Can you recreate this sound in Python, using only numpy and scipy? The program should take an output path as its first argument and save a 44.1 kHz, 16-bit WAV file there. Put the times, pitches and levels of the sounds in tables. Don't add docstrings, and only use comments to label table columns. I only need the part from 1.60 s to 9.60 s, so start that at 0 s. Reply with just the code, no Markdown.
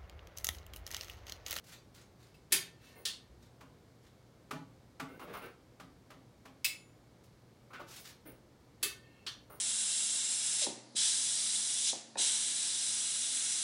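import sys
import numpy as np
from scipy import signal
from scipy.fft import rfft, irfft
from scipy.io import wavfile
from scipy.ndimage import uniform_filter1d

SR = 44100
rng = np.random.default_rng(int(sys.argv[2]) if len(sys.argv) > 2 else 0)


def to_wav(s):
    ch = np.atleast_2d(s).T
    pcm = np.round(np.clip(ch, -1, 1) * 32767)
    wavfile.write(sys.argv[1], SR, pcm.astype(np.int16))


N = 352800
TAIL = SR // 2
AGE = np.arange(TAIL) / SR
TIME = np.arange(N) / SR

# (frequency [Hz], density [dB per Hz])
AIR_SPECTRUM = [(15, -43.5), (25, -12.5), (92, -1), (141, -1.5), (217, -4.5), (354, -6), (416, -9),
                (503, -8), (624, -12.5), (1790, -23), (2050, -24), (2220, -21.5), (2480, -27.5),
                (4370, -26), (16000, -40.5)]
AIR_DB = -62
# (frequency [Hz], rms level [dB])
HUM = [(60, -77), (119.5, -68.5)]
HUM_WAVER_DB = 1.5
# (frequency [Hz], decay by 60 dB [s])
SHOP_T60 = [(150, 0.29), (600, 0.4), (2000, 0.33), (4000, 0.31), (8000, 0.24), (16000, 0.18)]
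CUTOFF_HZ = 15900

# (time [s], length [s], level [dB])
RUBS = [(0.052, 0.11, -57), (0.328, 0.11, -64.5), (0.575, 0.13, -68.5), (1.191, 0.15, -65),
        (1.802, 0.069, -68.5), (2.409, 0.079, -70.5), (6.254, .17, -54.5), (6.423, 0.093, -54.5)]
# (time [s], level [dB])
TICKS = [(0.04, -70), (0.346, -67.5), (5.6375, -73.5), (6.362, -59.5), (6.999, -86)]
# (frequency [Hz], density [dB per Hz])
CLOTH_SPECTRUM = [(300, -6), (900, -0.5), (1700, 1.5), (3000, -1), (4200, 0), (6500, -4), (9000, -9.5),
                  (16000, -15.5)]
FITTING_TICKS_PER_S = 40
BRISK_RUB_DB = -55
RUB_TILT_DB, RUB_BRIGHTENING = 1.84, .12

# (time [s], level [dB])
FOOTFALLS = [(1.685, -59.5), (6.67, -62)]
# (frequency [Hz], level [dB], decay by 60 dB [s])
FLOOR_MODES = [(63.4, 6.5, 0.23), (86, -4, 0.14), (129.3, -1, 0.25)]
# (frequency [Hz], level [dB], decay by 60 dB [s])
BEAM_MODES = [(157.4, -6, .45), (170.6, -4, .35), (266.2, -0.5, .35), (288.5, -9.5, .3)]
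JOLT_LAG_S = .01
FULL_JOLT_DB, JOLT_GROWTH = -47, 1.1
PAWL_JOLT_DB = -31

# (time [s], length [s], creak level [dB], squeal level [dB])
SLIPS = [(1.35, 0.051, -57.5, -64), (3.479, .1, -56.5, -75.5), (3.59, 0.056, -49, -65.5),
         (3.666, 0.073, -49, -74), (3.726, 0.061, -45.5, -59.5), (3.816, 0.052, -48, -64),
         (6.101, 0.035, -56, -79), (6.129, 0.032, -47, -81), (6.191, 0.021, -45, -70),
         (6.392, 0.023, -66, -58), (6.652, 0.046, -52, -58), (7.895, 0.062, -55, -60.5)]
# (frequency [Hz], density [dB per Hz])
CREAK_SPECTRUM = [(100, -27), (250, -5.5), (420, 7.5), (600, 2.5), (880, -0.5), (1300, 3.5), (1800, -7),
                  (2250, -6.5), (3500, -14), (6000, -25), (9000, -35.5), (16000, -47)]
# (frequency [Hz], level [dB], decay by 60 dB [s])
CREAK_MODES = [(400, 2.5, 0.013), (1252, 3.5, 0.0077), (1515, -6, 0.08), (2133, -5.5, 0.06),
               (2730, -12.5, 0.046)]
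# (frequency [Hz], relative level [dB])
SQUEAL_MODES = [(9680, 0), (11800, -7), (13950, -1), (15620, -1)]
HARD_SLIP_DB = -47
SLIP_TILT_DB, SLIP_BRIGHTENING = 1.3, 0.33

# (time [s], level [dB])
LINK_KNOCKS = [(2.008, -61), (2.9093, -45.5), (3.398, -46.5), (3.594, -61), (4.1986, -57), (4.5035, -59.5),
               (4.854, -59.5), (6.133, -62.5)]
# (frequency [Hz], density [dB per Hz])
LINK_CRACK = [(100, -19.5), (250, -6), (520, -3.5), (1150, -0.5), (1700, -5.5), (2400, -8.5), (3500, -13.5),
              (6000, -19.5), (10000, -26), (16000, -32)]
# (frequency [Hz], level [dB], decay by 60 dB [s])
LINK_MODES = [(427, -2.5, .1), (652, 0.5, 0.15), (814, -1.5, .1), (1146, 3.5, 0.078), (1300, 2.5, 0.078),
              (1482, -6, .1), (2200, -12, 0.069), (2450, -13, 0.046)]
FULL_KNOCK_DB = -45
KNOCK_TILT_DB = 1
KNOCK_RING_DB, KNOCK_RING_GROWTH = -1, 0.41

# (time [s], level [dB], brightness [dB per octave], ring against crack [dB])
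HOOK_CLINKS = [(0.742, -67.5, -5, -7.5), (5.0447, -33.5, 2.6, -3)]
# (frequency [Hz], density [dB per Hz])
HOOK_CRACK = [(200, -16), (900, -32), (1700, -14), (2200, 1), (3600, -2), (5200, 0), (6100, -7), (8500, -5),
              (12000, -14), (15500, -9.5)]
# (frequency [Hz], level [dB], decay by 60 dB [s])
HOOK_MODES = [(2190, -9, .24), (2330, -13, .1), (2600, -1, .06), (2628, -7, .2), (3618, -15, .2),
              (3780, -12, .13), (3986, -14, .18), (4836, -13, .18), (4990, -8, .08), (5160, -11, .06),
              (7030, -22, .6), (8000, -15, .17), (8730, -15, .15), (9170, -12, .06), (10238, -12, .04),
              (10400, -25, .5), (12916, -14, .05), (14002, -13, .04), (15116, -11, .05)]

# (time [s], level [dB], brightness [dB per octave], ring against crack [dB])
DRIVE_SNAPS = [(1.4530, -38.5, 6, -8.5), (7.6653, -44, 0, -4.5)]
# (frequency [Hz], density [dB per Hz])
DRIVE_CRACK = [(150, -33), (380, 0), (650, -15), (1100, 1), (2400, -1), (3200, 9.5), (4500, 6),
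               (5800, -2.5), (6800, -5.5), (10000, -10), (11200, -23.5), (16000, -21)]
# (frequency [Hz], level [dB], decay by 60 dB [s])
DRIVE_MODES = [(400, -14, .1), (1810, -7, .3), (2710, -13, .1), (3098, -1, .07), (3230, -4, .18),
               (3708, -7, .13), (4174, -5, .1), (4420, -3, .12), (5062, -6, .07), (5696, -8, .13),
               (8240, -10, .08)]
# (frequency [Hz], level [dB], decay by 60 dB [s])
WHEEL_MODES = [(1812, 0, .2), (2180, -5, .12), (2635, -3, .08), (2710, -3, .08), (3200, -6, .02),
               (4200, -5, .01)]
DRAG_S, DRAG_DB = .3, -67

# (time [s], level [dB], brightness [dB per octave], ring against crack [dB])
HOLD_SNAPS = [(0.9219, -29, 2, -6), (7.2285, -35, 2.5, -4.5)]
# (frequency [Hz], density [dB per Hz])
HOLD_CRACK = [(120, -21.5), (350, -3), (620, -8.5), (1200, -6.5), (2000, 2), (2800, -0.5), (3500, 2.5),
              (4700, 2), (5700, -2.5), (7800, -2.5), (9000, -3.5), (10200, 2), (12500, -6), (16000, -10.5)]
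# (frequency [Hz], level [dB], decay by 60 dB [s])
HOLD_MODES = [(388, -9, .08), (1180, -12, .03), (1502, -12, .17), (1796, -9, .26), (1942, -10, .08),
              (2182, -5, .1), (2608, -3, .22), (3218, -5, .14), (3406, -9, .14), (3672, -7, .17),
              (4664, -3, .06), (4828, -9, .14), (5854, -11, .17), (6670, -11, .08), (7464, -8, .09),
              (8046, -4, .06), (9774, -7, .04), (9958, 0, .035), (10364, -5, .09), (10784, -7, .06),
              (11960, -8, .05)]
EDGE_S, EDGE_DB = .02, -25.5


def from_db(db):
    return 10 ** (np.asarray(db) / 20)


def unit(x):
    return x / np.sqrt(np.sum(x ** 2) + 1e-20)


def rms_one(x):
    return unit(x) * np.sqrt(len(x))


def at_hz(points, hz):
    f, value = np.transpose(points)
    return np.interp(np.log(np.maximum(hz, 1)), np.log(f), value)


def add(out, s, sound):
    i = max(0, round(s * SR))
    out[i:i + len(sound)] += sound[:max(0, N - i)]


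def drift(rate, size):
    knots = rng.standard_normal(int(size / SR * rate) + 2)
    return np.interp(np.arange(size) / SR * rate, np.arange(len(knots)), knots)


def stroke(length, edge=.2):
    u = np.linspace(0, 1, int(length * SR))
    return np.clip(np.minimum(u, 1 - u) / edge, 0, 1)


def pulse(spectrum, tilt_db=0):
    hz = np.arange(1, TAIL // 2 + 2) * SR / TAIL
    level_db = at_hz(spectrum, hz) + tilt_db * np.log2(hz)
    cepstrum = irfft(np.log(from_db(level_db)), TAIL)
    cepstrum[1:TAIL // 2] *= 2
    cepstrum[TAIL // 2 + 1:] = 0
    return unit(irfft(np.exp(rfft(cepstrum)), TAIL))


def ring(modes, scatter_db=2.0):
    total = np.zeros(TAIL)
    for hz, db, t60 in modes:
        strength = from_db(db + scatter_db * rng.normal()) * rng.choice([-1, 1])
        mode = np.sin(2 * np.pi * hz * AGE) * from_db(-60 * AGE / t60)
        total += strength * unit(mode)
    return unit(total)


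def workshop(x, direct_db=-17, build_s=0.001277, near_db=6.0, near_s=0.014, size=70):
    hz = np.arange(TAIL // 2 + 1) * SR / TAIL
    white = rfft(rng.standard_normal(TAIL))
    centres = 2 ** (np.round(2 * np.log2(np.maximum(hz, SR / 2 ** 8))) / 2)
    tail = np.zeros(TAIL)
    for centre in np.unique(centres):
        band = irfft(white * (centres == centre), TAIL)
        tail += band * from_db(-60 * AGE / at_hz(SHOP_T60, centre))
    build_up = 1 - np.exp(-AGE / build_s)
    near_boost = from_db(near_db * np.exp(-(AGE / near_s) ** 2))
    paths = rfft(tail * build_up * near_boost, 2 * TAIL)
    paths /= np.sqrt(uniform_filter1d(np.abs(paths) ** 2, size))
    response = unit(irfft(paths)[:TAIL])
    response[0] += from_db(direct_db)
    return signal.fftconvolve(x, response)


def blow(body, level_db, near_db=3.5):
    return from_db(level_db) * np.sqrt(SR / 10) * unit(workshop(body, near_db=near_db))


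def strikes(events, crack, modes, bounce_s, bounce_db, near_db):
    out = np.zeros(N)
    for s, level_db, tilt_db, ring_db in events:
        contact = pulse(crack, tilt_db)
        rebound = from_db(bounce_db) * np.interp(AGE - bounce_s, AGE, contact, left=0)
        body = unit(contact + rebound) + from_db(ring_db) * ring(modes)
        add(out, s, blow(body, level_db, near_db))
    return out


def booms(events, modes, swell_s):
    out = np.zeros(N)
    for s, level_db in events:
        swell = 1 - np.exp(-AGE / swell_s)
        add(out, s, blow(ring(modes) * swell, level_db))
    return out


def background():
    noise = rng.standard_normal(N + TAIL)
    air = rms_one(signal.fftconvolve(noise, pulse(AIR_SPECTRUM))[TAIL:TAIL + N])
    hum = np.zeros(N)
    for hz, db in HUM:
        level = from_db(db + HUM_WAVER_DB * drift(5.5, N))
        hum += level * np.sqrt(2) * np.sin(2 * np.pi * hz * TIME)
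    return from_db(AIR_DB) * air + hum


def strap(grain_db=8.5, fitting_tick_db=25.0, tick_tilt_db=3.5):
    out = np.zeros(N)
    for s, length, level_db in RUBS:
        push = stroke(length, edge=0.28)
        n = len(push)
        tilt_db = RUB_TILT_DB + RUB_BRIGHTENING * (level_db - BRISK_RUB_DB)
        fibres = rms_one(rng.standard_normal(n) * from_db(grain_db * drift(900, n)))
        fitting_ticks = from_db(fitting_tick_db) * (rng.random(n) < FITTING_TICKS_PER_S / SR)
        friction = rms_one(push * (fibres + fitting_ticks))
        rub = signal.fftconvolve(friction, pulse(CLOTH_SPECTRUM, tilt_db))
        add(out, s, from_db(level_db) * workshop(rub))
    for s, level_db in TICKS:
        add(out, s, blow(pulse(CLOTH_SPECTRUM, tick_tilt_db), level_db))
    return out


def timber():
    jolts = []
    for s, db in LINK_KNOCKS:
        jolts.append((s + JOLT_LAG_S, FULL_JOLT_DB + JOLT_GROWTH * (db - FULL_KNOCK_DB)))
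    for s, db, *_ in HOLD_SNAPS:
        jolts.append((s + JOLT_LAG_S, db + PAWL_JOLT_DB))
    beam = booms(jolts, BEAM_MODES, swell_s=.005)
    floor = booms(FOOTFALLS, FLOOR_MODES, swell_s=0.014)
    return beam + floor


def link_creak(n, creak_db, slips_per_s=170.0, uneven=.45, size_db=2.0, relax_db=7.0, ring_db=-2.0):
    tilt_db = SLIP_TILT_DB + SLIP_BRIGHTENING * (creak_db - HARD_SLIP_DB)
    push = stroke(n / SR + .5 / SR, edge=0.051) * from_db(-relax_db * np.arange(n) / n)
    turns = np.cumsum(slips_per_s * np.exp(uneven * drift(slips_per_s, n))) / SR
    jerks = np.diff(np.floor(turns + .5), prepend=0) * from_db(size_db * rng.standard_normal(n))
    body = unit(pulse(CREAK_SPECTRUM, tilt_db) + from_db(ring_db) * ring(CREAK_MODES))
    return signal.fftconvolve(jerks * push, body)


def link_squeal(n, waver_hz=80.4, flutter_db=-1.0):
    squeal = np.zeros(n)
    for hz, db in SQUEAL_MODES:
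        level = from_db(db + flutter_db * drift(52, n))
        phase = 2 * np.pi * np.cumsum(hz + waver_hz * drift(197, n)) / SR
        squeal += level * np.sin(phase)
    return squeal * stroke(n / SR + .5 / SR, edge=0.041)


def grinding():
    out = np.zeros(N)
    for s, length, creak_db, squeal_db in SLIPS:
        n = int(length * SR)
        add(out, s, from_db(creak_db) * np.sqrt(n) * unit(workshop(link_creak(n, creak_db))))
        add(out, s, from_db(squeal_db) * np.sqrt(n) * unit(workshop(link_squeal(n))))
    return out


def link_knocks():
    events = []
    for s, db in LINK_KNOCKS:
        ring_db = KNOCK_RING_DB + KNOCK_RING_GROWTH * (db - FULL_KNOCK_DB)
        events.append((s, db, KNOCK_TILT_DB, ring_db))
    return strikes(events, LINK_CRACK, LINK_MODES, bounce_s=.005, bounce_db=-10.0, near_db=7.0)


def hook_clinks():
    return strikes(HOOK_CLINKS, HOOK_CRACK, HOOK_MODES, bounce_s=0.011, bounce_db=-16.0, near_db=7.0)


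def pawl_drag(catch_db=3.0):
    out, wheel = np.zeros(N), ring(WHEEL_MODES)
    for s, *_ in DRIVE_SNAPS:
        push = stroke(DRAG_S, edge=0.21)
        n = len(push)
        friction = rng.standard_normal(n) * from_db(catch_db * drift(55, n))
        drag = workshop(signal.fftconvolve(push * friction, wheel))
        add(out, s - DRAG_S, from_db(DRAG_DB) * np.sqrt(n / 2) * unit(drag))
    return out


def driving_pawl():
    return strikes(DRIVE_SNAPS, DRIVE_CRACK, DRIVE_MODES, bounce_s=0.012, bounce_db=-10.0, near_db=4.5)


def pawl_edge(grain_db=8.0, tilt_db=-5.0):
    out, push = np.zeros(N), stroke(EDGE_S)
    n = len(push)
    for s, level_db, *_ in HOLD_SNAPS:
        grains = rms_one(push * rng.standard_normal(n) * from_db(grain_db * drift(900, n)))
        scrape = signal.fftconvolve(grains, pulse(HOLD_CRACK, tilt_db))
        add(out, s - EDGE_S, from_db(level_db + EDGE_DB) * workshop(scrape))
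    return out


def holding_pawl():
    return strikes(HOLD_SNAPS, HOLD_CRACK, HOLD_MODES, bounce_s=0.0067, bounce_db=-14.5, near_db=5.0)


def scene():
    surroundings = background() + strap() + timber()
    load = grinding() + link_knocks() + hook_clinks()
    ratchet = pawl_drag() + driving_pawl() + pawl_edge() + holding_pawl()
    return (surroundings + load + ratchet)[None]


def record(dry):
    thin = signal.sosfilt(signal.butter(2, 30, "high", fs=SR, output="sos"), dry)
    return signal.sosfilt(signal.ellip(10, .2, 80, CUTOFF_HZ, fs=SR, output="sos"), thin)


dry = scene()
out = record(dry)
to_wav(out)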